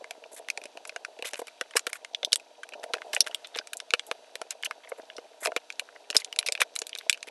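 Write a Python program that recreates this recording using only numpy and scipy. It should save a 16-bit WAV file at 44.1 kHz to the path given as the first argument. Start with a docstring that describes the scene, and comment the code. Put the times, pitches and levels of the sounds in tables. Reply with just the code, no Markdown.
"""On a wooden desk, close to a small microphone, a blade pries a stiff plastic blister pack open.
Behind it, computer fans hiss (shaped noise), hum and whine (sine waves).
Desk and shell are sets of fading tones, or modes: random pushes make the desk rumble, bumps make it knock.
Scattered clicks make the shell creak, dense clicks scrape it, and sudden slips crack and pop it.
Short echoes surround the pack."""
import sys
import numpy as np
from scipy import signal
from scipy.fft import rfft, irfft
from scipy.io import wavfile
from scipy.ndimage import uniform_filter1d

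SR = 44100
rng = np.random.default_rng(int(sys.argv[2]) if len(sys.argv) > 2 else 0)


def write(x):
    x = np.atleast_2d(x).T
    wavfile.write(sys.argv[1], SR, np.round(np.clip(x, -1, 1) * 32767).astype(np.int16))


N = 321930
TIME = np.arange(N) / SR


def gain_of(db):
    """Turn decibels into a multiplier for the sound wave."""
    return 10 ** (np.asarray(db) / 20)


def evened(x):
    """Scale a sound to an average (rms) strength of 1."""
    return x / np.sqrt(np.mean(x ** 2) + 1e-20)


def add(mix, start_s, sound):
    """Lay a sound into the mix at its start time, cut off at the end of the mix."""
    part = mix[max(round(start_s * SR), 0):][:len(sound)]
    part += sound[:len(part)]


def wander(fastest_hz):
    """Slow random curve of rms 1: twelve sine waves with random starting points."""
    t = TIME[::200]
    curve = sum(np.sin(2 * np.pi * (hz * t + rng.random()))
                for hz in np.geomspace(fastest_hz / 8, fastest_hz, 12))
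    return np.interp(TIME, t, evened(curve))


def grit(clicks_per_s, spread_db):
    """Random clicks of either sign, a few of them large."""
    size = gain_of(spread_db * np.minimum(rng.exponential(1, N), 4))
    signed = size * rng.choice([-1., 1.], N)
    return signed * (rng.random(N) < clicks_per_s / SR)


def ring(modes, favour_hz=1, favour_db=0, width=1, size=768):
    """A part's answer to one click: modes near a favoured pitch ring louder; little radiates outside their range."""
    hz, level_db, t60_s = np.transpose(modes)[:, :, None]
    t = np.arange(size) / SR
    distance = np.log(hz / np.atleast_1d(favour_hz)) / width
    level_db = level_db + favour_db * np.exp(-distance ** 2).max(1, keepdims=True)
    sign = (-1) ** np.arange(len(modes))[:, None]
    waves = sign * gain_of(level_db - 60 * t / t60_s) * np.sin(2 * np.pi * hz * t)
    radiated_band = signal.butter(4, [0.66 * hz.min(), 1.57 * hz.max()], "band", fs=SR)
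    return signal.lfilter(*radiated_band, waves.sum(0))


def octaves(part, hz):
    """How many octaves the middle of a part's modes lies above hz."""
    return np.mean(np.log2(np.transpose(part)[0] / hz))


def bent(part, favoured_hz, chance, reach=.12):
    """The part flexes until a mode sits on a favoured pitch within reach; else it flexes by chance."""
    # chance and reach are natural logs of a pitch ratio
    gaps = np.log(np.divide.outer(favoured_hz, np.transpose(part)[0])).ravel()
    nearest = gaps[abs(gaps).argmin()]
    stretch = np.exp(nearest if abs(nearest) < reach else chance)
    return np.multiply(part, [stretch, 1, 1])


def blow(slip, fall_db_per_ms, response, peak_db, first_db=12, rattle_db=-13, rattle_t60_s=.06):
    """One sudden slip, a spray of tiny ones and a faint rattle ring one part."""
    t = np.arange(len(slip)) / SR
    spray = gain_of(-max(fall_db_per_ms, .5) * 1000 * t)
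    # harder breaks rattle more
    rattle = gain_of(rattle_db + 0.2 * peak_db - 60 * t / rattle_t60_s)
    soft_end = np.cos(np.pi / 2 * (t / t[-1]) ** 2)
    soft_start = np.minimum(t / 0.00041, 1) ** 2
    first_slip = gain_of(first_db) * np.exp(-((t - .0008) / .00003) ** 2)
    drive = slip * (spray + rattle) * soft_end * soft_start + first_slip
    sound = np.convolve(drive, response)
    return gain_of(peak_db) * sound / abs(sound).max()


# Colour of the fans' air noise: pitch_hz, relative_level_db (only the shape counts)
AIR_COLOUR = [(35, -68), (60, -30.5), (128, -14.5), (293, -82.5), (350, 0.5), (469, -34), (641, 6),
              (1120, -5.5), (1530, -3.5), (2190, -10), (2560, -2.5), (4890, -8), (10000, -16),
              (11700, -18.5), (12500, -55.5), (16200, -76), (22000, -120)]
# Blade tones: pitch_hz, level_db (rms, about which each wavers)
BLADE_TONES = [(240, -84), (301, -79), (479, -73), (603, -71), (646, -73), (926, -75), (958, -76)]
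# Blade tones that join late: pitch_hz, level_db (rms, about which each wavers)
LATE_TONES = [(417, -72), (500, -74), (597, -76)]
# Motor whine, multiple of the base pitch: level_db (rms, before a shared wavering lift)
WHINE_TONES = {15: -82, 16: -79, 17: -75, 19: -84, 20: -78, 24: -83, 26: -80, 27: -83}
AIR_DB, WHINE_BASE_HZ, LATE_START_S = -61, 231.1, 5.55


def wavering(tones, sway_cycles):
    """Sine waves whose loudness and timing drift slowly."""
    return sum(gain_of(db + 1.5 * wander(3)) * np.sin(2 * np.pi * (hz * TIME + sway_cycles * wander(3)))
               for hz, db in tones)


def fans():
    """Steady air noise, wavering blade tones and a thin motor whine."""
    hz, level_db = np.transpose(AIR_COLOUR)
    colour_db = np.interp(np.log(np.fft.rfftfreq(N, 1 / SR) + 1), np.log(hz), level_db)
    noise = irfft(rfft(rng.standard_normal(N)) * gain_of(colour_db), N)
    air = gain_of(AIR_DB + 1.1 * wander(1.2)) * evened(noise)
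    late_fade_in = np.clip((TIME - LATE_START_S) / 0.25, 0, 1)
    hum = wavering(BLADE_TONES, .08) + wavering(LATE_TONES, .1) * late_fade_in
    whine = sum(gain_of(db) * np.sin(2 * np.pi * (multiple * WHINE_BASE_HZ * TIME + rng.random()))
                for multiple, db in WHINE_TONES.items())
    whine_lift = gain_of(1.5 + 1.1 * wander(2.1))
    # a sine wave of rms 1 peaks at the square root of 2
    return air + np.sqrt(2) * (hum + whine_lift * whine)


# Modes of the desk top, before favouring and bending: pitch_hz, relative_level_db, t60_s (time to fade by 60 dB)
DESK_MODES = [(456.7, 6.5, 0.036), (561.4, 7.5, 0.029), (617.6, 9.5, 0.031), (693.3, 7.5, 0.033),
              (789, 5.5, 0.021), (970, 2, 0.022), (380, -14, 0.02)]
# Hands pressing the pack on the desk, joined by straight lines: time_s, level_db (rms)
RUMBLE_LEVELS = [(0, -54.5), (.5, -55), (1.15, -54), (1.5, -59.5), (2.3, -55.5), (2.55, -60), (2.72, -53),
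                 (2.8, -46), (3.33, -50.5), (3.38, -57), (4.7, -56), (5.3, -56.5), (5.5, -50.5),
                 (5.62, -63), (6.05, -55.5), (6.2, -56.5), (6.5, -49.5), (6.75, -58), (7.3, -59)]


def rumble():
    """Rubbing hands give the desk many small uneven pushes that flutter."""
    flutter = gain_of(4.5 * wander(70))
    pushes = signal.oaconvolve(grit(900, 4.0) * flutter, np.hanning(8))[:N]
    desk = ring(DESK_MODES, favour_hz=697, favour_db=9, width=0.45, size=2048)
    rubbed = evened(signal.oaconvolve(pushes, desk)[:N])
    return gain_of(np.interp(TIME, *np.transpose(RUMBLE_LEVELS))) * rubbed


# Bumps on the desk: start_s, peak_db (of the ringing), pitch_hz (that the spot favours)
BUMPS = [(0.009, -37, 588), (0.02, -39.5, 470), (0.109, -34, 686), (0.178, -42, 589), (0.258, -40, 660),
         (0.334, -41.5, 610), (0.396, -36, 670), (0.487, -48, 760), (0.576, -33.5, 748), (0.617, -41, 620),
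         (0.654, -36.5, 597), (0.753, -39.5, 636), (0.961, -32.5, 684), (1.192, -35, 462),
         (1.224, -32, 500), (1.251, -36.5, 503), (1.334, -30.5, 597), (1.392, -28, 482), (1.417, -28, 480),
         (1.612, -29, 504), (1.754, -21, 474), (1.87, -29, 482), (2.229, -30, 560), (2.242, -38, 630),
         (2.273, -36, 647), (2.33, -35, 506.6), (2.753, -35.5, 600), (2.78, -40, 659), (2.837, -34, 616),
         (2.885, -41, 582), (2.906, -41, 650), (2.938, -26.5, 481), (3.006, -41, 630), (3.08, -42, 650),
         (3.103, -41, 610), (3.136, -32.5, 625), (3.165, -36.5, 700), (3.203, -36, 600), (3.223, -40, 608),
         (3.265, -36, 636), (3.305, -42, 677), (3.56, -31, 474), (3.595, -35, 617), (3.936, -21, 492),
         (4.074, -45, 616), (4.089, -40, 603), (4.112, -25, 488), (4.352, -37, 515), (4.415, -27, 652),
         (4.71, -42, 950), (4.918, -25.5, 542), (4.983, -38.5, 547), (4.995, -34, 654), (5.184, -31, 482),
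         (5.423, -35.5, 620), (5.458, -22.5, 676), (5.475, -23, 655.5), (5.487, -29.5, 650),
         (5.501, -37, 646), (5.519, -29.5, 671), (5.563, -22, 493), (5.818, -39.5, 585),
         (6.104, -35.5, 597), (6.151, -26, 443), (6.158, -37, 770), (6.487, -30, 558), (6.52, -36, 607),
         (6.605, -29.5, 577), (6.617, -28, 494), (6.817, -32, 455), (7.065, -38, 640), (7.275, -40, 471)]
PUSH_DB, PUSH_S = -40, .009  # low shove with each bump: level relative to the bump's peak, length


def knocks():
    """Soft bumps of pack and hands ring the desk top and send a low shove through it."""
    out = np.zeros(N)
    slips = rng.standard_normal((len(BUMPS), 600))
    for (start_s, peak_db, hz), slip in zip(BUMPS, slips):
        desk = ring(bent(DESK_MODES, [hz], 0), hz, favour_db=7.5, width=0.054, size=2048)
        soft_desk = np.convolve(desk, np.hanning(10))
        add(out, start_s - .001, blow(slip, 9.1, soft_desk, peak_db))
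        shove = gain_of(peak_db + PUSH_DB) * np.hanning(round(PUSH_S * SR))
        add(out, start_s - .001, shove)
    return out


# Modes of the four shell parts, lowest part first, before favouring and bending:
# pitch_hz, relative_level_db, t60_s (time to fade by 60 dB)
CARD_MODES = [(1190, 2.5, 0.0068), (1530, 4.2, 0.011), (2041, 3.3, 0.012)]
DOME_MODES = [(2421, 0.5, 0.0072), (2687, 0, 0.0055), (3199, -4.5, 0.0093)]
RIM_MODES = [(3572, 2.5, 0.0071), (4330, 6, 0.0037), (4700, 5.5, 0.0056), (5063, 8, 0.0034),
             (5520, 3.5, 0.0063), (6180, 0, 0.0056)]
EDGE_MODES = [(7124, 7, 0.0015), (8320, 1.5, 0.0047), (8960, -1, 0.0046), (10250, 5, 0.0027),
              (11480, -2.5, 0.0056)]
SHELL = CARD_MODES, DOME_MODES, RIM_MODES, EDGE_MODES
TICKS_PER_S, TICKS_DB = 13, -73.5  # small creaks of the strained shell: rate and rms level in each part


def creaks():
    """Sparse small ticks of the strained shell, each ringing one of its three lower parts."""
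    ticks = sum(evened(signal.oaconvolve(grit(TICKS_PER_S, 3.0), ring(part))[:N]) for part in SHELL[:3])
    return gain_of(TICKS_DB) * ticks


# Scrapes along the plastic: start_s, length_s, level_db (rms, for a part at the centre pitch, before fading),
# brightness_db_per_octave, hollowness_db_per_octave_squared
STROKES = [(0.317, 0.02, -67.5, 5.5, 6.5), (0.343, 0.015, -72, 13, 4), (0.362, 0.035, -56, 3.5, 3.5),
           (1.245, 0.05, -43.5, 1.5, 0.5), (1.299, 0.018, -62, 3, 2), (1.365, 0.02, -61.5, 0.5, 6.5),
           (1.389, 0.018, -54.5, 6.5, 1.5), (1.758, 0.024, -47, 3, 2), (1.892, 0.013, -53, -1, 3.5),
           (1.937, 0.039, -60.5, 0.5, 5.5), (3.126, 0.063, -47, 2, -5), (3.263, 0.024, -46.5, -2, 0.5),
           (3.555, 0.044, -56, -4, 2.5), (4.064, 0.03, -72, 8, 2), (4.504, 0.028, -47.5, -0.5, -3),
           (4.644, 0.026, -51, 1, -0.5), (4.889, 0.015, -70.5, 3.5, 11.5), (4.974, 0.026, -77.5, 1, 8),
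           (5.4, 0.084, -66, 4, 7), (5.427, 0.051, -51, 0, 6), (6.181, 0.037, -49.5, -1.5, -1),
           (6.461, 0.02, -34.5, 2.5, -3.5), (6.598, 0.041, -37.5, -3, -3.5),
           (6.957, 0.13, -60.5, -0.3, -5.5), (7.27, 0.02, -49, -2, -1)]
SCRAPE_CENTRE_HZ = 3800
SCRAPE_FADE_DB = -3  # a scrape weakens along its length


def fading(size):
    """Quick start, slow weakening, soft end."""
    return signal.windows.tukey(size, .25) * gain_of(SCRAPE_FADE_DB * np.linspace(0, 1, size))


def scrapes():
    """Dense stick-slip clicks under the blade ring every part of the shell."""
    out = np.zeros(N)
    for part in SHELL:
        loudness = np.zeros(N)
        away = octaves(part, SCRAPE_CENTRE_HZ)
        for start_s, length_s, level_db, bright_db, hollow_db in STROKES:
            part_db = level_db + bright_db * away + hollow_db * away ** 2
            add(loudness, start_s, gain_of(part_db) * fading(round(length_s * SR)))
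        response = ring(part, 2800, favour_db=8, width=.3)
        out += loudness * evened(signal.oaconvolve(grit(3500, 4.4), response)[:N])
    return out


# Cracks of the shell: start_s, peak_db (for a part at the leading pitch),
# pitch_hz (that the spot favours; several for rich breaks, the first leads), loss_below_db_per_octave,
# loss_above_db_per_octave (negative gains), fall_db_per_ms (of the break; at least 0.5 is used)
BREAKS = [(0.0425, -38, (2090, 2500), -20, 1.5, 20), (0.1087, -25.5, 2400, 19, 3, 5.5),
          (0.2391, -34.5, 2580, 13, 13, 3), (0.331, -34, 10000, 26, 4.0, 1),
          (0.4859, -25, 1970, 1, 4.0, 28), (0.5013, -15.5, 2470, 30, 4, 6),
          (0.575, -24.5, 2470, 11, 0.5, 7), (0.616, -37, 2580, 11.0, 6, 4.5),
          (0.6382, -36, 2500, 3, -0.5, 4), (0.6556, -35, 2620, 6, 0, 3.5), (0.7728, -32, 2670, 10, 6, 23),
          (0.852, -32.5, 2450, -1, 1, 4), (0.8745, -32.5, 10100, 8, 4.0, 2),
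          (0.8941, -24.5, 2490, 22, 7.5, 4), (0.9617, -26, (1550, 6300), 10.0, 3, 6),
          (1.0488, -22.5, (1490, 2530), 1, 3.5, 15), (1.1895, -33.5, 2546, 20, 10, 2.0),
          (1.224, -22.5, (2600, 4200), 22, 6.5, 5), (1.2457, -33, 2070, -10, 9, 9),
          (1.2532, -31, 2970, 7, 6, 1), (1.3087, -43, 3000, 12, 5, 1.5), (1.334, -27, 5470, -0.5, -2, 3.5),
          (1.3425, -27, 2580, 8, 2.5, 19), (1.3561, -31.5, 2630, 6.0, 5, 30.0),
          (1.3928, -36, 1450, 10.0, 0, 4), (1.417, -44, 1950, -16, -0.5, 2.5),
          (1.4701, -39, 3130, 1, -1.5, 1.5), (1.4809, -32.5, 2400, 11, 6, 2), (1.6112, -17.5, (1460, 5600),
          10.0, 3, 5.5), (1.7092, -42.5, 3200, -2, -0.5, 2), (1.7365, -36, 2020, 1.0, 11, 2.5),
          (1.7549, -29.5, 2480, 3, 5, 0.5), (1.765, -23.5, 2700, -7, -3, 1),
          (1.769, -8.5, (5200, 1480, 8360), 3.5, 0.5, 12), (1.7937, -21.5, 6800, 4.5, -2, 17),
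          (1.8675, -19.5, 1460, 10.0, 1, 6.5), (1.8711, -19.5, 3900, 3.5, 9, 19),
          (1.9308, -26, 2230, -2, -1, 6), (1.955, -34, 1440, 13, 4.5, 1.5),
          (2.0475, -28.5, 2100, -1, 2, 23), (2.1475, -6, 3470, 39, 23.5, 26),
          (2.2305, -18, 3570, 8, 16, 30.0), (2.2479, -5, 3600, 43, 12.5, 32),
          (2.3211, -15.5, 3480, 18, 11, 2), (2.33, -3, (4440, 3100), 13, 4.5, 26),
          (2.3579, -11, (8300, 3370), 9, 7, 17.5), (2.3978, -37.5, 2530, 13, 5, 2),
          (2.6327, -28.5, 1570, 13, 4.5, 2), (2.69, -38.5, 2540, 5.5, -1, 14),
          (2.7228, -36, 2680, 14, 18, 3), (2.7355, -30, 2630, 9, 10, 2), (2.8323, -38.5, 2700, -3, 2, 1),
          (2.839, -33, 1795, -25, 0, 5), (2.9358, -15.5, 4030, 6, 9.5, 24),
          (2.9397, -16.5, 1470, 10.0, 4.5, 6), (2.9508, -32.5, 2580, 1, 9, 2), (2.97, -38, 2500, 6, 7, 4),
          (2.9828, -35, 1600, 9.0, 8, 7), (3.0183, -27.5, 1804, -8, 8, 30.0),
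          (3.1322, -23, 3100, 1.5, 1.5, 1), (3.1485, -11, 7600, 23, -1, 26), (3.1648, -12, (2580, 1930),
          8.5, 20, 33), (3.206, 2, (5560, 10400, 3280), 18, 13.5, 10), (3.243, -40, 4000, 16, 10, 2),
          (3.266, -31, 3330, -0.5, 4, 11), (3.272, -22.5, 1590, 10.0, 4, 30.0),
          (3.3119, -35, 2850, 11, 10.0, 2), (3.3465, -15.5, (3280, 8600), 18, 3, 32),
          (3.4455, -28.5, 3596, 9, 25, 1), (3.4716, -35, 8440, 7, 0.0, 15), (3.543, -39, 3590, 2, 22, 0),
          (3.549, -24, 3600, 10, 19, 14.0), (3.556, -27, 3270, 6, 19, 2), (3.5613, -32.5, 2680, 13, 1, 7),
          (3.5719, -34.5, 1700, -5.0, -0.5, 2), (3.5793, -30, 3730, 20, 9, 13),
          (3.5876, -16, 4880, 5.5, 30, 7), (3.612, -38.5, 1570, 10, 20, 2),
          (3.672, -31.5, 8100, 4, 11, 3.5), (3.7325, -28.5, 1600, 10.0, -2, 3),
          (3.7705, -21, 7600, 30, -10, 26), (3.8014, -26, 5300, 2, 5, 36), (3.9061, -17, (3800, 2460),
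          11, 11.5, 35), (3.9371, -6.5, (2560, 4330, 1400), 6.5, 5.5, 13.5), (3.9948, -22, (3330, 2230),
          2.5, 1, 32), (4.0665, -34.5, 11300, 12, 4.0, 1), (4.1132, -17, (3700, 1300), 0.5, 8.5, 26),
          (4.355, -27.5, (1900, 4060), 5, -0.5, 24), (4.4156, -28, (1380, 5640), 11, 0.5, 4),
          (4.5072, -20, 7230, 7, 3, 3), (4.6267, -34.5, 3200, 8, -1.5, 15), (4.6343, -18.0, (3000, 2200),
          6.5, 16, 16), (4.6475, -21.5, 6290, 14, 8, 0.5), (4.6568, -21, 2570, 24.5, 14, 14.0),
          (4.661, -19.5, 2930, 10.5, 19, 4.5), (4.7101, -23.5, (2350, 1290), -7.5, 6.5, 24),
          (4.835, -39, 2120, 7, 15, -0.5), (4.8475, -35, 2350, 11, 15, 5), (4.874, -37, 2150, 5.5, 23.5, 1),
          (4.9186, -17.5, 1250, 12, 24, 11), (4.9844, -39.5, 1310, 10, 21, 4),
          (4.998, -37.5, 1480, 10, 21, 7), (5.1004, -32, (2930, 1650), 2.5, 19, 15),
          (5.166, -28.0, 5400, 28, 21, 1.5), (5.1818, -28, (1200, 3040), 10, 7, 3),
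          (5.4512, -24, 1480, 7, 0, 10), (5.4581, -16, (2550, 1260, 5200), 1.5, 1, 30.0),
          (5.4712, -17.5, (2430, 1310), 11, 6, 10.0), (5.5189, -27.5, 1430, 10.0, 7.5, 15),
          (5.5634, -13.5, (2390, 1330, 3880), 8.5, 5.5, 2.5), (5.575, -26, 2640, 8, 13, 4),
          (5.7024, -21, 2450, 17, 9, 18), (5.7246, -31, 6600, 8.5, 16, 6), (5.7957, -18.5, (2560, 4140),
          11.5, 1.5, 8), (5.8883, -35.5, 1510, 8, 14, 5.5), (5.9616, -38.5, 1990, -11.0, 14.5, 9),
          (6.1022, -19.5, (2800, 4350), 11, 2, 31), (6.109, -21, 6560, 13, 4, 6),
          (6.128, -29, 2650, 4.5, 12, 15.5), (6.1473, -23, 1980, 9, 4, 1), (6.1564, -27.5, 2830, -5, 1, 5),
          (6.1667, 3.5, (5140, 8700), 24.5, 11.5, 8.5), (6.2005, -30, 4460, 16, 4, 1),
          (6.219, -33.5, 2050, -6, 8.0, 10.0), (6.2463, -22.5, 3160, 31.0, 0, 27),
          (6.3269, -21, 2970, 19, 7.5, 15), (6.3618, -28.5, 2550, 12, 0.5, 26), (6.389, -7.5, (3920, 10200),
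          14, 2.5, 23), (6.4108, -30, 2070, 20.0, 9, 9.5), (6.428, -28.5, 2580, 2, 7, 22),
          (6.4636, -18.5, 4520, 12, 19, 2), (6.4865, -15, (2420, 5100), 14, 2.5, 25),
          (6.5227, -15, (5020, 2600, 7600), 11, -0.5, 4.5), (6.5518, -18.5, 2546, 17, 9, 32),
          (6.5762, -27, 2560, 14, 11, 28.0), (6.605, -20.5, 2560, 11, 1, 1.5),
          (6.6165, -4.5, (2240, 2000, 3600), 6.5, 5.5, 2), (6.7548, -27, 10850, 6, 3, 1.5),
          (6.7619, -19.5, 3890, 7.5, -0.5, 6.5), (6.79, -25, 6900, 7, -15, 7), (6.818, -20, 6740, 4, 9, 5),
          (6.8685, -30, 3960, 13.5, -3, 14), (6.8935, -32, 4570, 8, -1, 3), (6.9303, -20, 3140, 23, 21, 9),
          (6.9513, -18, 3770, 23, 9.5, 25), (6.9603, -29, 2350, 16, 13, 6),
          (6.9756, -34, 8400, 10.0, 9, 3.5), (6.9862, -20, 3770, 32.0, 9.5, 2.5),
          (7.0105, -31.0, 2060, 7, 14.5, 14), (7.0967, -6, (2390, 3350, 7570), 23, -1.5, 14),
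          (7.1283, -17, (2580, 4400), 37, 1, 24), (7.144, -29, 2610, 21, 11, 1.5),
          (7.1745, -38, 3140, 3, 5.5, 2.5), (7.2288, -25.5, 2544, 22, 1.5, 17),
          (7.286, -32, 2520, 24, 14, 17.5)]


def cracks():
    """Each break rings all shell parts, most the one tuned near its spot, bent a little differently every time."""
    out = np.zeros(N)
    slips = rng.standard_normal((len(BREAKS), 1100))
    bends = rng.standard_normal((len(BREAKS), len(SHELL)))
    for (start_s, peak_db, hz, below_db, above_db, fall_db), slip, bend in zip(BREAKS, slips, bends):
        hz = np.atleast_1d(hz)
        for part, shift in zip(SHELL, bend):
            away = octaves(part, hz[0])
            part_db = peak_db + below_db * min(away, 0) - above_db * max(away, 0)
            response = ring(bent(part, hz, 0.069 * shift), hz, favour_db=8, width=0.067)
            # the main slip comes 0.8 ms into the blow
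            add(out, start_s - .0008, blow(slip, fall_db, response, part_db))
    return out


def surroundings(x, t60_s=0.032, bright_t60_s=0.022):
    """Echoes off desk, hands and screen: dense taps of random sign, the treble dying first."""
    t = np.arange(3000) / SR
    taps = rng.choice([-1., 1.], len(t)) * (rng.random(len(t)) < .25) * (t > .0015)
    low = signal.lfilter(*signal.butter(2, 3000, fs=SR), taps)
    bright = taps - low
    tail = low * gain_of(-60 * t / t60_s) + bright * gain_of(-60 * t / bright_t60_s)
    return signal.oaconvolve(x, tail / np.linalg.norm(tail))[:N]


def scene():
    """Pack with its faint echoes, plus the desk and the fans."""
    pack = cracks() + scrapes() + creaks()
    echoes = gain_of(-16.0) * surroundings(pack)
    return (pack + echoes + knocks() + rumble() + fans())[None]


TOP_HZ = 12100  # the band limit


def record(dry):
    """The input stage rounds off peaks near full scale and drops the deep bass; then the band limit."""
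    rounded = np.tanh(dry / 1.1) * 1.1
    # the slow part of the rounding is taken out, so that it adds no low thump
    thump = uniform_filter1d(rounded - dry, 200)
    thin = signal.lfilter(*signal.butter(1, 110, "high", fs=SR), rounded - thump)
    band_limit = signal.firwin(255, TOP_HZ, window=("kaiser", 8), fs=SR)[None]
    return signal.oaconvolve(thin, band_limit, "same")


dry = scene()
out = record(dry)
write(out)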